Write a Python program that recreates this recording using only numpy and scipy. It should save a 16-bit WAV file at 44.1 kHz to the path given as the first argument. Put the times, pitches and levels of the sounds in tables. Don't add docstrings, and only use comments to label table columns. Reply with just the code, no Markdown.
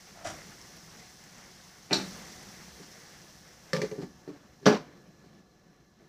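import sys
import numpy as np
from scipy import signal
from scipy.io import wavfile
from scipy.ndimage import uniform_filter1d

SR = 44100
rng = np.random.default_rng(int(sys.argv[2]) if len(sys.argv) > 2 else 0)


def put_to_file(sound):
    columns = np.atleast_2d(sound).T
    safe = np.clip(columns, -1, 1)
    whole_steps = np.round(safe * 32767)
    wavfile.write(sys.argv[1], SR, whole_steps.astype(np.int16))


def linear_from_db(decibels):
    return 10 ** (np.asarray(decibels, float) / 20)


N = 268423


REGISTER_HZ = (1000, 3000)


def blows(table, modes, rattle, ring_db, rattle_db, middle_db, middle_share, contact_cycles=2.08):
    start_s, thud_db, hard_db, rattle_t60_s = np.transpose(table)
    middle = thud_db + middle_db + middle_share * hard_db
    register_db = np.c_[thud_db, middle, thud_db + hard_db]
    at = np.round(start_s * SR).astype(int)
    span = slice(at.min(), min(at.max() + SR // 2, N))
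    out = np.zeros(N)
    for hz, db, t60 in modes:
        luck = rng.standard_normal((len(at), 2))
        sign = np.sign(luck[:, 1]) if hz > 560 else -1
        mode_db = register_db[:, np.searchsorted(REGISTER_HZ, hz)] + db + ring_db + 2.0 * luck[:, 0]
        clicks = np.zeros(N)
        clicks[at] = linear_from_db(mode_db) * sign
        contact = ring(clicks[span], hz, contact_cycles / hz) * hz / SR * 8.84 / contact_cycles
        out[span] += ring(contact, hz, t60)
    t = np.arange(SR // 2) / SR
    onset = np.minimum(t / 0.0022, 1)
    for i, levels_db, t60 in zip(at, register_db, rattle_t60_s):
        for register, db in zip(rattle, levels_db):
            part = register[i:i + len(t)]
            fade = linear_from_db(db + rattle_db - 60 * t / max(t60, .01)) * onset
            out[i:i + len(t)] += part * fade[:len(part)]
    return out


def rattle_noise(slices, colour, thud_db):
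    registers = np.zeros((3, N))
    for hz, part in slices:
        registers[np.searchsorted(REGISTER_HZ, hz)] += part * linear_from_db(at_hz(colour, hz))
    return [rms_one(r) * linear_from_db(db) for r, db in zip(registers, (thud_db, 0, 0))]


# start_s, thud_db, hardness_db, rattle_t60_s
LIFT_BLOWS = [(1.901, -36, -28, 0.1), (1.909, -19, -20, 0.15), (1.916, -20, -19, 0.1),
              (1.925, -23, -20, 0.08), (1.9285, -25, 5.5, 0.06), (1.931, -23.5, 10.5, 0.03),
              (1.94, -27.5, 4, 0.082), (1.955, -24, -23, 0.024), (1.968, -36, -2, 0.074),
              (1.983, -29.5, -14, 0.15), (1.998, -29.5, -14, 0.088), (2.012, -33.5, -6, 0.087)]
# pitch_hz, level_db, t60_s
GRATE_MODES = [(190.9, 1, 0.322), (259.7, -4.5, 0.23), (385, 7.5, 0.072), (511, -5.5, 0.18),
               (605, -9, 0.31), (717, 5, 0.028), (876, 0, 0.044), (1500, -2.5, 0.084), (1980, -0.5, 0.071),
               (2354, 5, 0.036), (2650, 4, 0.04), (2950, -1, 0.04), (3670, 3, 0.035), (3930, -0.5, 0.092),
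               (4317, 7, 0.037), (4700, -4, 0.033), (4520, -18, 0.029), (5200, -26.5, 0.092),
               (5590, -5.5, 0.092), (5870, -5, 0.03), (7000, -15.5, 0.022), (7450, -10.5, 0.044)]
# pitch_hz, density_db
GRATE_COLOUR = [(53, -52), (90, -26.5), (238, 6), (335, -3), (745, -10), (1030, -41), (1360, -21),
                (2240, -33), (3160, -22), (3920, -10), (4660, -9), (5780, -16), (7000, -24.5), (15600, -43)]


def lid_lift(slices):
    rattle = rattle_noise(slices, GRATE_COLOUR, thud_db=-4.5)
    return blows(LIFT_BLOWS, GRATE_MODES, rattle, ring_db=-10.5, rattle_db=-10,
                 middle_db=-5.0, middle_share=0.15)


# start_s, thud_db, hardness_db, rattle_t60_s
BOUNCE_BLOWS = [
    (3.732, -13, -5, 0.032),
    (3.744, -15, -18.5, 0.22),
    (3.764, -18.5, -12.5, 0.051),
    (3.783, -24, -30, 0.12),
    (3.793, -23.5, -34, 0.1),
]
# pitch_hz, level_db, t60_s
RIM_MODES = [(170.5, -2.5, 0.15), (200, -1, 0.055), (394, -23, 0.26), (428, -7, 0.26), (467, -30, .12),
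             (519, 3.5, 0.14), (565, -3, 0.11), (1176, -1.5, 0.22), (1784, 13.5, 0.021), (2030, 0, 0.066),
             (4190, -3, 0.071), (4480, -2, 0.024), (5150, -6, 0.037), (5460, -3.5, 0.038),
             (6200, -9, 0.027), (6400, -20, 0.033)]
# start_s, thud_db, hardness_db, rattle_t60_s
REBOUND_BLOWS = [
    (3.8165, -16, -11, 0.08),
    (3.825, -24, -33, 0.054),
    (3.833, -14, -40, 0.053),
    (3.844, -23.5, -18, 0.055),
    (3.862, -38, -26, 0.078),
    (3.914, -23.5, -18.5, 0.031),
    (3.923, -24.5, -30, 0.027),
    (3.953, -28, -27, 0.059),
]
# pitch_hz, level_db, t60_s
TILTED_MODES = [(183, -3, 0.056), (421.5, 4, 0.1), (523, -1.5, 0.099), (803, -23, 0.11), (950, -18, 0.11),
                (1180, -3, 0.12), (1810, 6, 0.037), (2000, 4, .04), (2330, 0.5, 0.064), (2790, -1, 0.036),
                (4400, 0, 0.039), (5150, -12, 0.037), (6340, 0.5, 0.033)]


def lid_bounce(rattle):
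    first = blows(BOUNCE_BLOWS, RIM_MODES, rattle, ring_db=-11, rattle_db=-8,
                  middle_db=-4.0, middle_share=0.72)
    rebound = blows(REBOUND_BLOWS, TILTED_MODES, rattle, ring_db=-8.5, rattle_db=-11,
                    middle_db=-4.0, middle_share=0.72, contact_cycles=4.5)
    return first + rebound


# start_s, thud_db, hardness_db, rattle_t60_s
SETTLE_BLOWS = [(2.799, -36, -25, 0.16), (2.829, -45.5, 4.5, 0.1), (3.22, -53, -9, 0.073),
                (3.98, -26.5, -31, 0.2), (3.987, -23.5, -31, 0.2), (4.005, -32, -20, 0.08),
                (4.015, -32.5, -12.5, 0.09), (4.021, -27, -22, 0.1), (4.027, -25.5, -36, 0.074),
                (4.032, -27, -25, 0.081), (5.19, -48, -10, 0.2), (5.243, -38.5, -13, 0.28),
                (5.334, -42, -20, 0.15)]
# start_s, thud_db, hardness_db, rattle_t60_s
SLIDE_BLOWS = [
    (4.613, -43.5, -26.5, 0.097),
    (4.628, -34, -18, 0.18),
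    (4.646, -32, -22, 0.12),
]
# pitch_hz, level_db, t60_s
ROCKING_MODES = [(189, 0.5, 0.058), (253, -5, 0.18), (300.3, -0.5, 0.11), (399.6, 3.5, 0.067),
                 (475.5, -18, 0.047), (1130, -7.5, 0.13), (1713, 2, 0.048)]
# start_s, thud_db, hardness_db, rattle_t60_s
NUDGE_BLOWS = [
    (4.2765, -24.5, -20, 0.069),
    (4.29, -24.5, -31, 0.1),
    (4.3, -33.5, -22, 0.08),
    (4.334, -40, -13, 0.12),
    (4.362, -40, -16, 0.1),
]
# pitch_hz, level_db, t60_s
NUDGED_MODES = [(193, -4, 0.079), (293, 0, 0.087), (366.4, 0.5, 0.09), (423, -4, 0.089), (633, -21, 0.11),
                (775, -27, 0.2), (910, -20.5, 0.058), (1106, -0.5, 0.1), (1790, 1, 0.038)]


def lid_settle(rattle):
    rocking = blows(SETTLE_BLOWS + SLIDE_BLOWS, ROCKING_MODES, rattle, ring_db=-7.5, rattle_db=-11.0,
                    middle_db=-6, middle_share=0.66, contact_cycles=4.0)
    nudge = blows(NUDGE_BLOWS, NUDGED_MODES, rattle, ring_db=-7.5, rattle_db=-12.5,
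                  middle_db=-4.5, middle_share=0.72, contact_cycles=2.2)
    return rocking + nudge


# start_s, thud_db, hardness_db, rattle_t60_s
SHUT_BLOWS = [
    (4.657, -13, -4.5, 0.081),
    (4.6633, 1, -15, 0.09),
    (4.6681, -11.5, -22, 0.1),
    (4.6776, -13, -21, 0.27),
    (4.6895, -20.5, -17, 0.22),
    (4.6988, -16, -23, 0.47),
    (4.725, -16.5, -24, 0.19),
    (4.745, -32.5, -4.5, 0.3),
]
# pitch_hz, level_db, t60_s
SEATED_MODES = [(226, 1.5, 0.032), (198.7, -12.5, 0.14), (250.7, -5.5, 0.27), (301.4, -4, 0.19),
                (419.4, 3.5, 0.12), (474, -9, 0.31), (518.5, -0.5, .17), (598, -3.5, 0.16),
                (701, -6.5, .08), (738, -10.5, 0.17), (838, -19.5, 0.17), (954, -18.5, 0.25),
                (1114, -10, 0.12), (1170, -5, 0.141), (1305, -2, .12), (1400, -6, 0.083), (1687, -5, 0.15),
                (2040, -4.5, 0.12), (2328, -9.5, 0.26), (3140, 4.5, 0.0232), (3610, -1, 0.0392),
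                (5700, -0.5, .04), (6430, -9.5, .04)]
# pitch_hz, density_db
SEATED_COLOUR = [(90, -36), (200, 1), (420, -5.5), (700, -10), (1000, -14), (1800, -22), (3000, -28),
                 (5600, -28), (7000, -47), (9000, -56), (15600, -55.5)]


def lid_shut(slices):
    rattle = rattle_noise(slices, SEATED_COLOUR, thud_db=-5.0)
    return blows(SHUT_BLOWS, SEATED_MODES, rattle, ring_db=-12.5, rattle_db=-11.5,
                 middle_db=-4.5, middle_share=0.37)


# pitch_hz, density_db
RIM_COLOUR = [(90, -16.5), (170, -2), (280, -26.5), (480, -22), (750, -26), (1150, -16.5), (1800, -13.5),
              (3000, -25), (4500, -16.5), (6300, -23), (9000, -37.5), (15600, -43)]


def lid_and_pan(slices):
    rim_rattle = rattle_noise(slices, RIM_COLOUR, thud_db=-9)
    lift, bounce = lid_lift(slices), lid_bounce(rim_rattle)
    settle, shut = lid_settle(rim_rattle), lid_shut(slices)
    to_walls = linear_from_db(-5.5) * lift + linear_from_db(-12.5) * bounce + linear_from_db(-10) * settle + linear_from_db(-10.0) * shut
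    near = lift + bounce + settle + shut + kitchen(to_walls)
    near = signal.sosfilt(signal.butter(6, 128, "high", fs=SR, output="sos"), near)
    return near * linear_from_db(-7 * ramp(start_s=4.755, length_s=0.037))


# start_s, thud_db, hardness_db, rattle_t60_s
CLANK_BLOWS = [(.155, -49, -8, 0.35), (.172, -52, -13, 0.44), (.181, -54, -11, 0.28), (.19, -52, -20, 0.3),
               (.21, -50, -15, 0.19), (.244, -43, 6, 0.092), (.248, -36, -0.5, 0.14),
               (.253, -30, -16, 0.094), (.262, -32.5, -2, 0.079), (.27, -34, 1, 0.1), (.284, -40, 0, 0.14),
               (.299, -39, 2, 0.093), (.311, -39, -10, 0.079), (.324, -50, -6, 0.083),
               (.338, -48, -13, 0.1), (.349, -50, -2, 0.1)]
# pitch_hz, level_db, t60_s
POT_MODES = [(98, -2.5, 0.27), (310, -1, 0.2), (642, -3, 0.09), (698, 4.5, 0.18), (856, -22, .06),
             (1300, -10, .08), (1980, -2, 0.048), (3020, -15, 0.075), (5600, -23, .1), (5730, -3, 0.22),
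             (7370, -14, 0.17), (9400, -28, .05), (10970, -15, .04)]
# pitch_hz, density_db
POT_COLOUR = [(53, -39), (90, -21), (495, -35), (690, 4), (925, -13), (1330, -6), (2840, -18), (4870, -33),
              (5780, -17.5), (15600, -62)]


def far_pot(slices):
    rattle = rattle_noise(slices, POT_COLOUR, thud_db=0.0)
    clank = blows(CLANK_BLOWS, POT_MODES, rattle, ring_db=-8.5, rattle_db=-12.0,
                  middle_db=0.5, middle_share=0.16)
    return clank + linear_from_db(-8.5) * kitchen(clank)


# start_s, peak_db, pitch_hz
FAT_SPITS = [(0.418, -29, 1900), (0.6145, -28, 5900), (0.7685, -34, 4900), (0.772, -39, 1100),
             (0.7755, -33, 4800), (0.9946, -38, 5000), (0.998, -41, 7500), (1.099, -42, 8500),
             (1.2391, -36, 6380), (1.2399, -41, 1720), (1.3823, -35, 6140), (1.8736, -49, 1970),
             (2.9272, -34, 5600), (3.0045, -38, 2000), (3.105, -40, 6300), (5.9294, -52, 1580),
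             (5.99, -52, 6240), (6.02, -52, 1740), (6.03, -52, 5700),
             (0.1274, -50, 8460), (0.1585, -47, 8020), (0.1594, -47, 14000), (0.2254, -46, 9000),
              (0.3774, -45, 14000), (0.4694, -50, 7570), (0.5591, -45, 10500), (0.766, -43, 9500),
              (0.7665, -43, 13500), (1.2391, -45, 9300), (1.7848, -48, 8500), (2.0747, -41, 9000),
              (2.3067, -40, 7300), (2.3999, -46, 8500), (2.4289, -35, 8500), (3.0011, -47, 9000),
              (3.5603, -51, 8500)]


def spits():
    out, t = np.zeros(N), np.arange(300) / SR
    for start_s, db, hz in FAT_SPITS:
        wobble = .45 * np.cumsum(rng.standard_normal(300)) * hz / 9000
        burst = np.sin(2 * np.pi * hz * t + wobble) * linear_from_db(-60 * t / 0.007) * np.minimum(t * hz, 1)
        out[round(start_s * SR):][:300] += linear_from_db(db - 7.5) * burst
    return out


# pitch_hz, density_db
SIZZLE_OPEN_COLOUR = [(1650, -45.5), (2800, -7), (3840, -4.5), (6330, 2.5), (8000, -16.5), (8910, -9.5),
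                      (12200, -19.5), (14800, -15.5), (15600, -20)]
# pitch_hz, density_db
SIZZLE_SHUT_COLOUR = [(1650, -46), (2800, -0.5), (2920, -9.5), (3300, -15.5), (4100, 6.5), (4440, -4),
                      (5960, 5), (8000, -14.5), (11500, -12.5), (14300, -11.5), (15600, -20)]


def sizzle(closed):
    pops = grains(160, 1.5)
    fizz = [grains(9800, 3) + 0.088 * pops, grains(9000, 1.6) + 0.38 * pops]
    return texture(fizz, SIZZLE_OPEN_COLOUR, SIZZLE_SHUT_COLOUR, closed, patchy_db=0.43)


# pitch_hz, density_db
SIMMER_OPEN_COLOUR = [(220, -14.5), (380, -10.5), (466, 3.5), (519, -6), (833, 0), (1050, -4), (2010, 2.5),
                      (2360, -7.5), (3200, -10), (4160, -24), (7040, -120)]
# pitch_hz, density_db
SIMMER_SHUT_COLOUR = [(220, -15.5), (380, 15), (394, -1.5), (722, -7.5), (886, -21.5), (1060, -9),
                      (1190, -14.5), (1650, -18), (3200, -25), (4160, -53.5), (7040, -120)]
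# pitch_hz, width_hz, level_db (over simmer)
AIR_HOLLOWS = [(182, 28, -6), (358, 58, -14), (734, 27, -6), (1152, 60, -10.5), (1725, 25, -7),
               (4090, 180, -10)]


def simmer(closed):
    bubbles = [grains(4000, 2.0), grains(4000, 2.4)]
    out = texture(bubbles, SIMMER_OPEN_COLOUR, SIMMER_SHUT_COLOUR, closed, patchy_db=1.7)
    for hz, width_hz, db in AIR_HOLLOWS:
        hum = rms_one(ring(rng.standard_normal(N), hz, np.log(1000) / np.pi / width_hz))
        lid_db = 11.1 * (closed - 1) * (hz > 500)
        out = out + hum * linear_from_db(db + 0.5 * drift(1.2) + lid_db)
    return out


# pitch_hz, density_db
FLAME_COLOUR = [(59, -32), (100, -11), (183, 10), (269, -5), (300, -6), (322, 0), (355, -12.5),
                (420, -23.5), (550, -28.5), (920, -120)]


def flame(closed):
    return texture(rng.standard_normal((2, N)), FLAME_COLOUR, FLAME_COLOUR, closed, patchy_db=1.44)


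# pitch_hz, density_db
DRONE_COLOUR = [(21, -24), (36, -10.5), (54, 4), (76, -0.5), (110, -2), (140, -0.5), (240, -120)]


def drone(closed):
    return texture(rng.standard_normal((2, N)), DRONE_COLOUR, DRONE_COLOUR, closed, patchy_db=1.5)


# start_s, length_s, cover_share (0-1)
COVER_MOVES = [
    (3.064, 0.52, 0.21),
    (3.75, 0.38, 0.75),
    (4.66, 0.1, 0.46),
]


def lid_cover():
    cover = sum(share * ramp(start_s, length_s) for start_s, length_s, share in COVER_MOVES)
    hover = ramp(start_s=2.55, length_s=0.98)
    closed = 0.28 + (0.6 - 0.28) * (0.22 * hover + (1 - 0.22) * cover)
    return cover, closed


# start_s, swell_db
SUPPRESSION_SWELLS = [
    (-0.5, 4.5),
    (0.27, 6),
    (1.95, 12),
    (2.8, -0.5),
    (3.78, 9),
    (4.29, -0.5),
    (4.68, 11),
    (5.2, 1.5),
    (5.4, -2.5),
    (5.979, 3),
]


def swell():
    out, quick_share = 0, 0.47
    for start_s, db in SUPPRESSION_SWELLS:
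        t = np.maximum(np.arange(N) / SR - start_s, 0)
        sinking = quick_share * np.exp(-t / 0.28) + (1 - quick_share) * np.exp(-t / 1.32)
        out = out + db * ramp(start_s, length_s=0.03) * sinking
    return out


def background():
    cover, closed = lid_cover()
    swell_db = swell()

    def level(settled_db, follows, lid_loss_db):
        return linear_from_db(settled_db + follows * swell_db - lid_loss_db * cover)

    out = level(-58.5, follows=0.87, lid_loss_db=12.83) * sizzle(closed)
    out += level(-60.5, follows=0.93, lid_loss_db=7.0) * simmer(closed)
    out += level(-65, follows=1.44, lid_loss_db=3.7) * flame(closed)
    out += level(-68.5, follows=1, lid_loss_db=4.1) * drone(closed)
    return out


def kitchen(x):
    t60_s, first_echo_s = 0.22, 0.0096
    t = np.arange(SR // 2) / SR
    echoes = rng.standard_normal(len(t)) * linear_from_db(-60 * t / t60_s) * np.clip(t / first_echo_s - 1, 0, 1)
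    return signal.fftconvolve(x, echoes / np.sqrt(np.sum(echoes ** 2)))[:N]


def texture(sources, opened, shut, closed, patchy_db):
    out, together = 0, drift(4.4)
    for hz, part in bands(sources, opened[0][0], opened[-1][0]):
        colour_db = (1 - closed) * at_hz(opened, hz) + closed * at_hz(shut, hz)
        flicker_db = patchy_db * (.8 * together + drift(14))
        out = out + part * linear_from_db(colour_db + flicker_db)
    return out / np.sqrt(uniform_filter1d(out ** 2, size=30000) + 1e-20)


def bands(sources, low_hz, high_hz):
    count = round(3 * np.log2(high_hz / low_hz))
    edges = np.geomspace(low_hz, high_hz, count + 1)
    for k, (low, high) in enumerate(zip(edges, edges[1:])):
        band = signal.butter(2, (low, high), "band", fs=SR, output="sos")
        yield np.sqrt(low * high), signal.sosfilt(band, sources[k % 2])


def grains(per_s, spread_db):
    sizes = linear_from_db(spread_db * np.minimum(rng.exponential(1, N), 3.6)) * rng.choice([-1, 1], N)
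    return rms_one(sizes * (rng.random(N) < per_s / SR))


def ring(clicks, hz, t60):
    r, w = linear_from_db(-60 / (t60 * SR)), 2 * np.pi * hz / SR
    return signal.lfilter([0, np.sin(w)], [1, -2 * r * np.cos(w), r * r], clicks + 1e-18)


def drift(rate_hz):
    r = np.exp(-80 * np.pi * rate_hz / SR)
    noise = rng.standard_normal(N // 40 + 2002)
    slow = signal.lfilter([1], [1, -2 * r, r * r], noise)[2000:]
    return np.interp(np.arange(N) / 40, np.arange(len(slow)), rms_one(slow))


def ramp(start_s, length_s):
    return np.clip((np.arange(N) / SR - start_s) / length_s, 0, 1)


def at_hz(points, hz):
    points_hz, points_db = np.transpose(points)
    return np.interp(np.log(hz), np.log(points_hz), points_db)


def rms_one(x):
    return x / np.sqrt(np.mean(x ** 2) + 1e-20)


def scene():
    slices = list(bands([grains(6000, 3.5), grains(6000, 3.5)], 90, 15600))
    return (lid_and_pan(slices) + far_pot(slices) + spits() + background())[None]


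def top_cut(x):
    return signal.sosfilt(signal.butter(12, 16060, fs=SR, output="sos"), x)


def record(dry):
    mix = signal.sosfilt(signal.cheby2(24, 70, 15750, fs=SR, output="sos"), dry)
    return top_cut(mix)


dry = scene()
out = record(dry)
put_to_file(out)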